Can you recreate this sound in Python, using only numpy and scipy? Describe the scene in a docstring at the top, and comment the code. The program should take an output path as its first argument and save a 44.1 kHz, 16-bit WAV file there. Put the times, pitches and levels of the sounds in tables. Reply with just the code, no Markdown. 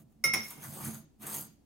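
"""Buttering toast

A counter in a small kitchen, the microphone close to the plate. A table knife clinks twice against
crockery, then spreads butter over toast in a few strokes. The blade crackles over the crust, the slice
rasps, and plate and counter thud dully under the hand. The room rings briefly behind it."""
import sys
import numpy as np
from scipy import signal
from scipy.fft import rfft, irfft, next_fast_len
from scipy.io import wavfile
from scipy.ndimage import uniform_filter1d, map_coordinates

SR = 44100
rng = np.random.default_rng(int(sys.argv[2]) if len(sys.argv) > 2 else 0)


def transcribe(signal):
    """Save signal, clipped to [-1, 1], as a 16-bit WAV file at the path in sys.argv[1]."""
    frames = np.atleast_2d(signal).T
    limited = np.clip(frames, -1, 1)
    pcm = np.round(limited * 32767).astype(np.int16)
    wavfile.write(sys.argv[1], SR, pcm)


N = 72765

# Knife on crockery; the last two contacts merge into one clink. 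Each row: start in seconds, level in dB,
# pitch factor, damping in dB per second, buzz width in Hz, relative crack level in dB.
CONTACTS = [(.2393, -23.5, 1.001, -3, 1.2, -8.5), (.3352, -25.5, 1.003, 201.5, 70, -8.5),
            (.3445, -32, 1.02, 297, 120, -8)]
# Modes of a clink. Each row: pitch in Hz, level in dB, t60 in seconds, left over right in dB.
CLINK_MODES = [(557.4, -15, 0.091, 11), (1334, -18.5, 0.29, -9.5), (1370, -16.5, 0.13, -1),
               (1927, -16.5, .22, 3.5), (2236, -20, 0.14, -4), (2141, 5, 0.27, -0.5),
               (2256, -19.5, 0.18, -3.5), (2770, -27.5, 1, 1.5), (3796, -19.5, 0.14, -11),
               (5398, -7.5, 0.11, -19), (5670, -9, 0.05, -8.5), (9682, -4, 0.15, 1),
               (12040, -14.5, 0.073, 0), (14310, -22, .11, -6), (14300, -9.5, .11, -0.5)]
# The spreading strokes. Each row: time in seconds, crackle level in dB, rasp level in dB.
EARLY_STROKES = [(.35, -45, -53), (.42, -51.5, -57.5), (.45, -45, -57.5), (.49, -51.5, -58),
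                 (.52, -48, -52), (.55, -54, -62), (.595, -57, -60.5), (.645, -42.5, -49.5),
                 (.69, -47, -58), (.74, -47, -54), (.79, -46.5, -53), (.86, -40.5, -48),
                 (.89, -41.5, -48.5), (.928, -48, -60), (.955, -45.5, -53.5), (1.0, -58.5, -75.5),
                 (1.07, -85.5, -116)]
FINAL_STROKE = [(1.175, -96, -115), (1.2, -65, -70.5), (1.225, -46, -52.5), (1.255, -49.5, -52),
                (1.275, -42, -49), (1.295, -41, -49.5), (1.325, -37, -51), (1.35, -36, -47),
                (1.395, -39, -52), (1.45, -51, -66.5), (1.5, -65.5, -72.5), (1.58, -86, -113)]
# Crust snapping under the edge. Each row: start in seconds, level in dB.
CRUST_SNAPS = [(0.4833, -41), (0.5043, -36.5), (0.6365, -42), (0.8474, -45), (0.9436, -44.5),
               (1.2166, -57.5), (1.266, -36), (1.343, -34), (1.361, -32), (1.382, -36.5), (1.409, -37)]
# Level curves of the thudding and of a sleeve. 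Each row: time in seconds, level in dB.
THUD_LEVELS = [(0, -52.5), (.07, -58), (.13, -67.5), (.2, -58), (.4, -48.5), (.49, -65), (.58, -51),
               (.645, -50.5), (.69, -42.5), (.79, -48.5), (.885, -34), (.93, -43.5), (.96, -43),
               (1.06, -57), (1.165, -84.5), (1.205, -50.5), (1.26, -48.5), (1.4, -47), (1.55, -62),
               (1.65, -86.5)]
SLEEVE_LEVELS = [(0, -64.5), (.025, -69), (.06, -100), (.125, -75), (.17, -95), (.22, -100)]
# Resonances of the blade, and of plate and counter. Each row: centre in Hz, width in Hz, level in dB.
BLADE_MODES = [(4690, 130, -15), (6310, 270, -6.5), (8250, 44, 6.5), (9010, 60, 0.5), (10564, 140, 8),
               (10586, 100, 0), (12800, 290, 3.5)]
COUNTER_MODES = [(99.4, 4.6, -3.5), (120.6, 7, -6), (145.8, 11.5, 2), (221.2, 7.5, 3.5), (290.6, 14, -13.5),
                 (345.6, 14, -15), (542, 8.3, -25.5), (650, 13, -19)]
# Spectra of a clink's crack, the crust, the slice, the room's air and its reverberation.
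# Each row: frequency in Hz, relative level in dB.
CRACK_SPECTRUM = [(100, -23), (200, -3), (500, 8), (850, -4.5), (1300, 4.5), (1750, -12), (2200, 2),
                  (3000, -5.5), (4500, -10.5), (5600, 6), (7500, -9), (10500, -10), (12200, -8.5),
                  (15500, -11)]
CRUST_SPECTRUM = [(1500, -55), (3000, -10.5), (4700, -17), (5800, -24), (6400, 2), (7200, -4), (8250, -4.5),
                  (9300, 1.5), (10500, -3), (11600, 0), (12900, 1), (14200, -0.5), (15700, 0.5)]
RASP_SPECTRUM = [(150, -18.5), (300, 8.5), (500, 2), (700, 3.5), (1050, 5.5), (1700, -1), (2300, -1),
                 (2900, -6.5), (5000, -7.5), (9000, -19)]
AIR_SPECTRUM = [(25, -8), (60, 5.5), (130, -7.5), (270, 1), (420, -11), (800, -16.5), (1500, -28.5),
                (3500, -31.5), (6500, -31.5), (15000, -34)]
REVERB_SPECTRUM = [(150, -7.5), (1000, -1), (2150, -8.5), (3000, -6.5), (5500, -2.5), (9000, -16.5),
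                   (15000, -27.5)]
# The kitchen's decay. Each row: frequency in Hz, t60 in seconds.
ROOM_DECAY = [(150, 0.4), (1000, 0.23), (2300, 0.44), (5500, .38), (10000, 0.23), (15000, 0.13)]

GRIP_AFTER_S, GRIP_DB = .0135, -12  # the blade settles after the second contact and chokes the ring
GRIP_HZ, GRIP_SLOPE = 2200, .7  # the choking is full up to this pitch and weakens above it
CRUMBS_PER_S, CRUMB_SPREAD_DB = 4400, 3
CHATTER_HZ, CHATTER_DB = 110.35, 0.7  # the blade catches and slips
KNOCK_DB, BLADE_DB, CRACKLE_DB, RASP_DB, THUD_DB, AIR_DB = -30.5, -1.5, -1.5, -1, -3.5, -68.5


def clinks(room_db):
    """Knife on crockery rings, cracks and knocks the counter; the resting blade buzzes and damps it."""
    out = np.zeros((2, N))
    settled = np.minimum(since(CONTACTS[1][0] + GRIP_AFTER_S) / 0.0035, 1)
    for k, (start, db, pitch, damping, buzz_hz, crack_db) in enumerate(CONTACTS):
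        choke_db = -damping * since(start) + (k > 0) * GRIP_DB * settled
        ring = np.zeros((2, N))
        for hz, mode_db, t60, side_db in CLINK_MODES:
            buzz = np.cumsum(rng.standard_normal(N)) * np.sqrt(2 * np.pi * buzz_hz / SR)
            grip = min(1, GRIP_HZ / hz) ** GRIP_SLOPE
            gain = amp(mode_db + rng.normal(0, 1) + choke_db * grip)
            phase = 2 * np.pi * (hz * pitch * since(start) + rng.random()) + buzz
            ring += pan(side_db) * gain * strike(start, rise=4 / hz, t60=t60) * np.sin(phase)
        crack = spread(noise(CRACK_SPECTRUM), side_db=-3) * strike(start, rise=0.00053, t60=0.16)
        blow = amp(db) * (ring + amp(crack_db) * crack)
        out += blow + amp(room_db) * kitchen(blow)
    for start, db, *_ in CONTACTS[:2]:
        knock = strike(start, rise=0.13, t60=0.33) * counter()
        out += amp(KNOCK_DB + db - CONTACTS[0][1]) * knock
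    return out


def buttering(room_db):
    """The catching blade breaks crumbs off the crust, sings faintly and rasps through the slice."""
    crackle_gain, rasp_gain = np.add(gains(EARLY_STROKES), gains(FINAL_STROKE))
    chatter = amp(CHATTER_DB * wobble(CHATTER_HZ))
    snaps = sum(amp(db) * strike(start, rise=0.0014, t60=0.032) for start, db in CRUST_SNAPS)
    crumbs = coloured(grains(CRUMBS_PER_S, CRUMB_SPREAD_DB), CRUST_SPECTRUM)
    blade = unit(resonate(grains(CRUMBS_PER_S, CRUMB_SPREAD_DB), BLADE_MODES))
    crackle = spread(patchy(crumbs + amp(BLADE_DB) * blade, depth_db=2.5), side_db=-25)
    friction = coloured(grains(per_s=4000, spread_db=1.5), RASP_SPECTRUM)
    rasp = spread(patchy(friction, depth_db=2.5), side_db=-3) * pan(db=-0.3)
    direct = crackle * (amp(CRACKLE_DB) * crackle_gain * chatter + snaps)
    direct += rasp * amp(RASP_DB) * rasp_gain * chatter
    return direct + amp(room_db) * kitchen(direct)


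def thudding():
    """The working hand shakes plate and counter."""
    return amp(THUD_DB) * gains(THUD_LEVELS)[0] * counter()


def counter():
    """Even rumble in the low resonances of plate and counter, a little right of the microphone."""
    rumble = resonate(rng.standard_normal((2, N)), COUNTER_MODES)
    power = np.abs(uniform_filter1d(rumble ** 2, size=1600, axis=1))
    return spread(rumble / np.sqrt(power + 1e-20), side_db=-16) * pan(db=-3.5)


def sleeve():
    """Cloth rustles faintly as the arm moves."""
    ticks = coloured(grains(CRUMBS_PER_S, CRUMB_SPREAD_DB), CRUST_SPECTRUM)
    cloth = ticks + amp(-6.5) * noise(RASP_SPECTRUM)
    return gains(SLEEVE_LEVELS)[0] * spread(cloth, side_db=-4)


def kitchen(x):
    """The small room's answer to x; the high treble dies first."""
    hz, t, bands = signal.stft(rng.standard_normal((2, SR // 2)), SR, nperseg=256)
    t60 = along(ROOM_DECAY, hz)[:, None]
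    tail = signal.istft(bands * np.exp(-np.log(1000) * t / t60) / np.sqrt(t60), SR, nperseg=256)[1]
    tail *= 1 - np.exp(-np.arange(tail.shape[1]) / SR / 0.0018)  # reflections build up
    send = filtered(x.mean(0), lambda f: amp(along(REVERB_SPECTRUM, f)))
    return signal.fftconvolve(send[None], tail / np.linalg.norm(tail[0]), axes=1)[:, :N]


def room_air():
    """Quiet, low room tone all around the microphone."""
    return amp(AIR_DB) * spread(noise(AIR_SPECTRUM), side_db=-2.5)


def grains(per_s, spread_db):
    """Two trains of tiny clicks of uneven size."""
    size = amp(spread_db * np.minimum(rng.exponential(size=(2, N)), 5))
    return (rng.random((2, N)) < per_s / SR) * size * rng.choice([-1, 1], (2, N))


def patchy(x, depth_db):
    """The colour shifts at random as the contact point travels."""
    bands = signal.stft(x, nperseg=512)[2]
    patches = uniform_filter1d(rng.standard_normal(bands.shape[1:]), size=7, axis=0)
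    patches = unit(uniform_filter1d(patches, size=7, axis=1))
    return unit(signal.istft(bands * amp(depth_db * patches), nperseg=512)[1][:, :N])


def resonate(x, modes):
    """x through parallel resonances of alternating sign."""
    return filtered(x, lambda f: sum((-1) ** k * amp(db) * 1j * f * width / (hz**2 - f**2 + 1j * f * width)
                                     for k, (hz, width, db) in enumerate(modes)))


def strike(start, rise, t60):
    """Envelope of a blow; all times in seconds."""
    t = since(start)
    return (1 - np.exp(-t / rise)) * np.exp(-np.log(1000) * t / t60)


def since(start):
    """Seconds since start, zero before it."""
    return np.maximum(np.arange(N) / SR - start, 0)


def gains(rows):
    """A gain curve per dB column, silent outside the rows unless they reach near the scene's edge."""
    times, *columns = np.transpose(rows)
    return [amp(np.interp(since(0), times, db,
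                          left=db[0] if times[0] < .05 else -150,
                          right=db[-1] if times[-1] > 1.6 else -150)) for db in columns]


def wobble(rate):
    """A smooth random curve, rate knots a second."""
    return map_coordinates(rng.standard_normal(N // 20), [np.arange(N) * rate / SR], mode="wrap")


def noise(spectrum):
    """Two unrelated noises with this spectrum."""
    return coloured(rng.standard_normal((2, N)), spectrum)


def coloured(x, spectrum):
    """x shaped by a spectrum, at rms 1."""
    return unit(filtered(x, lambda hz: amp(along(spectrum, hz))))


def filtered(x, response):
    """x through a frequency response."""
    size = next_fast_len(N + SR // 2)
    return irfft(rfft(x, size) * response(np.fft.rfftfreq(size, 1 / SR)), size)[..., :N]


def along(points, hz):
    """A table's value at hz, on a log frequency axis."""
    freqs, values = np.transpose(points)
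    return np.interp(np.log(hz + 1), np.log(freqs + 1), values)


def pan(db):
    """Stereo gains, left over right by db."""
    return amp(np.array([[db], [-db]]) / 2)


def spread(pair, side_db):
    """Left and right from a mid and side pair."""
    mid, side = pair[0], amp(side_db) * pair[1]
    return np.array([mid + side, mid - side])


def amp(db):
    """Decibels to gain."""
    return 10 ** (np.asarray(db) / 20)


def unit(x):
    """Scale to rms 1."""
    return x / np.sqrt(np.mean(x ** 2) + 1e-20)


def scene():
    """Knife, toast and plate up close, the kitchen behind."""
    return clinks(room_db=4.0) + buttering(room_db=1.5) + thudding() + room_air() + sleeve()


def record(dry):
    """The microphone's band ends steeply at 16 kHz."""
    return filtered(dry, lambda hz: 1 / (1 + (hz / 16000) ** 120))


dry = scene()
out = record(dry)
transcribe(out)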